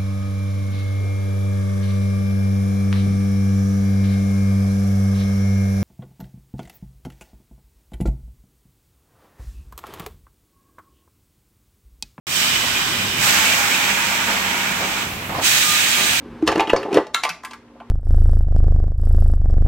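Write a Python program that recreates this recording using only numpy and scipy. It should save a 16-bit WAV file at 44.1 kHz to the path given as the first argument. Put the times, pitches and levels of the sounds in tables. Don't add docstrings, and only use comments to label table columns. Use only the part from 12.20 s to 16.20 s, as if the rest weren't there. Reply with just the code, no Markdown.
import sys
import numpy as np
from scipy import signal
from scipy.fft import rfft, irfft
from scipy.io import wavfile

SR = 44100
rng = np.random.default_rng(int(sys.argv[2]) if len(sys.argv) > 2 else 0)


def output_pcm(signal):
    pcm = np.clip(np.atleast_2d(signal).T, -1, 1) * 32767
    wavfile.write(sys.argv[1], SR, np.round(pcm).astype(np.int16))


N = 176400
TIME, FREQS = np.arange(N) / SR, np.maximum(np.arange(N // 2 + 1) * SR / N, 1)
CUTOFF_HZ = 15850


def from_db(db):
    return 10 ** (np.asarray(db) / 20)


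def unit_power(x):
    return x / np.sqrt(np.mean(x ** 2) + 1e-20)


def curve(points):
    hz, values = np.transpose(points)
    return np.interp(np.log(FREQS), np.log(hz), values)


def drift(rate_hz):
    return unit_power(irfft(rfft(rng.standard_normal(N)) / (1 + (FREQS / rate_hz) ** 2), N))


def swell(start, attack, end, decay):
    return np.clip((TIME - start) / attack, 0, 1) * np.exp(-np.maximum(TIME - end, 0) / decay)


def arch(start, end):
    return np.sqrt(np.maximum(1 - (2 * (TIME - start) / (end - start) - 1) ** 2, 0))


def flutter(x, depth_db, rate_hz):
    spectrum, octave = rfft(x), np.clip(np.log2(FREQS / 80), 0, 7)
    bands = (irfft(spectrum * np.maximum(1 - abs(octave - k), 0), N) for k in range(8))
    return sum(band * from_db(depth_db * drift(rate_hz)) for band in bands)


def tone(hz, waver_hz, waver_db, rate_hz):
    phase = 2 * np.pi * np.cumsum(hz + waver_hz * drift(rate_hz)) / SR
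    return unit_power(np.sin(phase) * from_db(waver_db * drift(rate_hz)))


# frequency in Hz, left-right correlation.
HALL_CORRELATION = [(60, 1), (200, 1), (380, 0.96), (700, 0.67), (1100, .28), (1650, -0.078), (2500, 0.18),
                    (3500, -0.061), (15000, 0.089)]


def hall_noise(colour_db):
    mid, side = rfft(rng.standard_normal((2, N)))
    alike = np.clip(curve(HALL_CORRELATION), -.99, .99)
    stereo = np.sqrt(1 + alike) * mid + np.sqrt(1 - alike) * side * [[1], [-1]]
    return unit_power(irfft(stereo * from_db(colour_db) * (FREQS < CUTOFF_HZ), N))


# valve opening, closing and release in seconds, level in dB, then attack in
# seconds, sag in dB and sag time in seconds for the low rush, and the same three for the high sizzle.
AIR_BLASTS = [(0, 1.007, .08, -16, 0.23, 11, 1.17, 0.17, 13.5, 0.72),
              (0.971, 2.822, 0.086, -13.5, 0.1, 16.5, 2.72, 0.08, 15.5, 1),
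              (3.207, 4.1, .07, -13.5, 0.05, 1, 0.26, 0.057, 6, 0.28)]
# frequency in Hz, relative level in dB.
FIRST_EQ = [(600, -21), (1000, -10.5), (1600, -7), (2100, -6.5), (3100, -4), (3700, -5.5), (4300, -9.5),
            (5400, -8.5), (6800, -11), (8200, -10), (9000, -17), (10000, -23.5), (11400, -18.5),
            (14000, -17.5), (15500, -20.5)]
SECOND_EQ = [(500, -15.5), (850, -9.5), (1200, -6.5), (1900, -4), (2400, -3), (3000, -4), (4300, -8.5),
             (6000, -8), (8000, -7.5), (9000, -17.5), (9800, -23.5), (11400, -14), (13200, -18.5),
             (15500, -15.5)]
THIRD_EQ = [(800, -17.5), (1150, -15), (1600, -5.5), (2400, -4.5), (3200, -2.5), (4500, -7), (5600, -6.5),
            (8100, -6), (9000, -11.5), (9900, -16), (11400, -13.5), (15500, -14)]
# centre in Hz, width in Hz, boost in dB.
FIRST_PEAKS = [(1550, 70, 4.5), (2435, 50, 9.5), (2990, 22, 11), (5490, 80, 0.5), (8040, 110, 3)]
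SECOND_PEAKS = [(827, 29, 8), (885, 19, 4.6), (1457, 58, 5), (1660, 32, 3), (2370, 210, 2), (3820, 23, 4),
                (6170, 39, 5), (8160, 190, 2.2), (11500, 260, 3.3)]
THIRD_PEAKS = [(2390, 55, 5), (2520, 30, 6.4), (3870, 100, 5.2), (4400, 35, 7.3), (6060, 40, 4),
               (6430, 60, 7.5), (6900, 21, 8.3), (7140, 71, 3.6), (8100, 59, 7.2)]


def air_blast(blast, eq, peaks):
    opens, closes, release, level_db = blast[:4]
    crossover_hz, ripple_hz, ripple_db, surge_db = 3720, 9, 2.3, .3
    low_cut_db = 12 * np.maximum(np.log2(eq[0][0] / FREQS), 0)
    rings_db = sum(db / (1 + (2 * (FREQS - hz) / width) ** 2) for hz, width, db in peaks)
    ripple = np.array([np.interp(FREQS / ripple_hz, np.arange(N), bumps)
                       for bumps in rng.standard_normal((2, N))])
    jet = hall_noise(curve(eq) - low_cut_db + rings_db + ripple_db * ripple)
    rush = irfft(rfft(jet) / (1 + (FREQS / crossover_hz) ** 6), N)
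    sizzle = jet - rush

    def pressure(attack, sag_db, sag_s):
        drained = 1 - np.exp(-np.maximum(TIME - opens - attack, 0) / sag_s)
        return swell(opens, attack, closes, release) * from_db(-sag_db * drained)

    rush = flutter(rush, depth_db=1.08, rate_hz=13)
    hiss = rush * pressure(*blast[4:7]) + sizzle * pressure(*blast[7:])
    return hiss * from_db(level_db + surge_db * drift(rate_hz=14))


# frequency in Hz, relative level in dB.
MACHINERY_EQ = [(25, -20), (40, -33), (54, -7), (76, -9), (92, 2), (125, -1), (165, 1), (240, -2.5),
                (330, -2.5), (480, -7), (900, -2.5), (1500, -5), (2500, -2.5), (3500, -8.5), (5300, -17),
                (8000, -16.5), (9500, -30.5), (12300, -17.5), (15500, -21)]


def machinery():
    return from_db(-29.5) * flutter(hall_noise(curve(MACHINERY_EQ)), depth_db=2, rate_hz=9.1)


# pitch in Hz, level in dB.
HUM_TONES = [(56, -51), (195, -46), (249, -44.5), (629, -51.5)]


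def fan_hum():
    return sum(from_db(db) * tone(hz, waver_hz=3.05, waver_db=3, rate_hz=6.05) for hz, db in HUM_TONES)


# start and end in seconds, level in dB.
DRAUGHT_PUFFS = [(.2, .95, -45), (0.648, 0.7, -44)]
# frequency in Hz, relative level in dB.
DRAUGHT_EQ = [(30, -14), (55, -7), (95, 5), (160, -8), (300, -12), (600, -24), (1500, -50)]


def draught():
    white = rng.standard_normal((2, N))
    buffeting = unit_power(irfft(rfft(white) * from_db(curve(DRAUGHT_EQ)), N))
    return buffeting * sum(from_db(db) * arch(start, end) for start, end, db in DRAUGHT_PUFFS)


# start and end in seconds, level in dB, pitch in Hz.
MOTOR_SWELLS = [(0.49, 1.197, -45.5, 380), (.72, 1.01, -40, 245), (1.453, 2.904, -39, 195)]


def motor_drones():
    return sum(from_db(db) * arch(start, end) * tone(hz, waver_hz=6.9, waver_db=1, rate_hz=19.9)
               for start, end, db, hz in MOTOR_SWELLS)


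# start in seconds, level in dB, attack and decay in seconds.
PRESS_THUDS = [(.74, -34.5, 0.045, 0.53), (.965, -29.5, 0.0077, 0.039), (2.84, -32.5, 0.036, 0.35),
               (3.14, -39, 0.025, 0.04)]
MOULD_CLUNKS = [(2.065, -24, 0.012, 0.11), (2.6, -25, 0.0071, 0.12), (3.093, -26.5, .002, 0.092),
                (3.14, -27.5, .015, .05), (3.18, -28.5, 0.0066, 0.029), (3.775, -26, 0.0066, 0.083)]
# frequency in Hz, relative level in dB.
THUD_EQ = [(40, -22), (78, -16), (95, -4), (135, -9.5), (220, -11), (400, -25), (1000, -33)]
CLUNK_EQ = [(100, -14), (280, -4.5), (450, -5.5), (640, -2), (850, 0), (1500, -7), (2500, -13.5),
            (5000, -19), (12000, -38)]


def blows(hits, eq):
    envelope = sum(from_db(db) * swell(start, attack, start + attack, decay)
                   for start, db, attack, decay in hits)
    return hall_noise(curve(eq)) * envelope


# start and end in seconds, level in dB, pitch and waver in Hz, roughness in dB.
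JET_WHISTLES = [(1.29, 2.86, -36, 943.4, 12, 2), (1.2, 2.0, -31, 2373, 110, 6.5),
                (2.202, 2.87, -36.5, 2316, 63, 2), (3.317, 3.705, -36, 1216, 3.6, 5),
                (3.43, 3.58, -29.5, 1218, 5.8, 0), (3.732, 3.894, -32.5, 1200, 5.8, -1)]


def whistles():
    return sum(from_db(db) * arch(start, end) * tone(hz, waver_hz, rough_db, rate_hz=30)
               for start, end, db, hz, waver_hz, rough_db in JET_WHISTLES)


# frequency in Hz, left minus right in dB.
PAN_CURVE = [(500, -0.5), (1100, -1), (2200, -3), (4200, -5), (6000, -6), (7200, -10), (8000, -7.5),
             (9000, -1), (9900, -1.5), (11300, -1), (15500, -3)]


def scene():
    eqs, peaks = (FIRST_EQ, SECOND_EQ, THIRD_EQ), (FIRST_PEAKS, SECOND_PEAKS, THIRD_PEAKS)
    mix = sum(map(air_blast, AIR_BLASTS, eqs, peaks)) + whistles()
    mix += blows(MOULD_CLUNKS, CLUNK_EQ) + blows(PRESS_THUDS, THUD_EQ)
    mix += machinery() + fan_hum() + motor_drones() + draught()
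    pan = from_db(curve(PAN_CURVE) * [[.5], [-.5]])
    pan /= np.sqrt(np.mean(pan ** 2, axis=0))
    return irfft(rfft(mix) * pan, N)


def record(dry):
    start_s, fade_s, fade_from_db = .0685, .1, -3
    fade = (TIME > start_s) * from_db(fade_from_db * np.clip(1 - (TIME - start_s) / fade_s, 0, 1))
    low_pass = signal.ellip(12, .1, 80, CUTOFF_HZ, fs=SR, output="sos")
    return signal.sosfilt(low_pass, dry * fade + 1e-18)


dry = scene()
out = record(dry)
output_pcm(out)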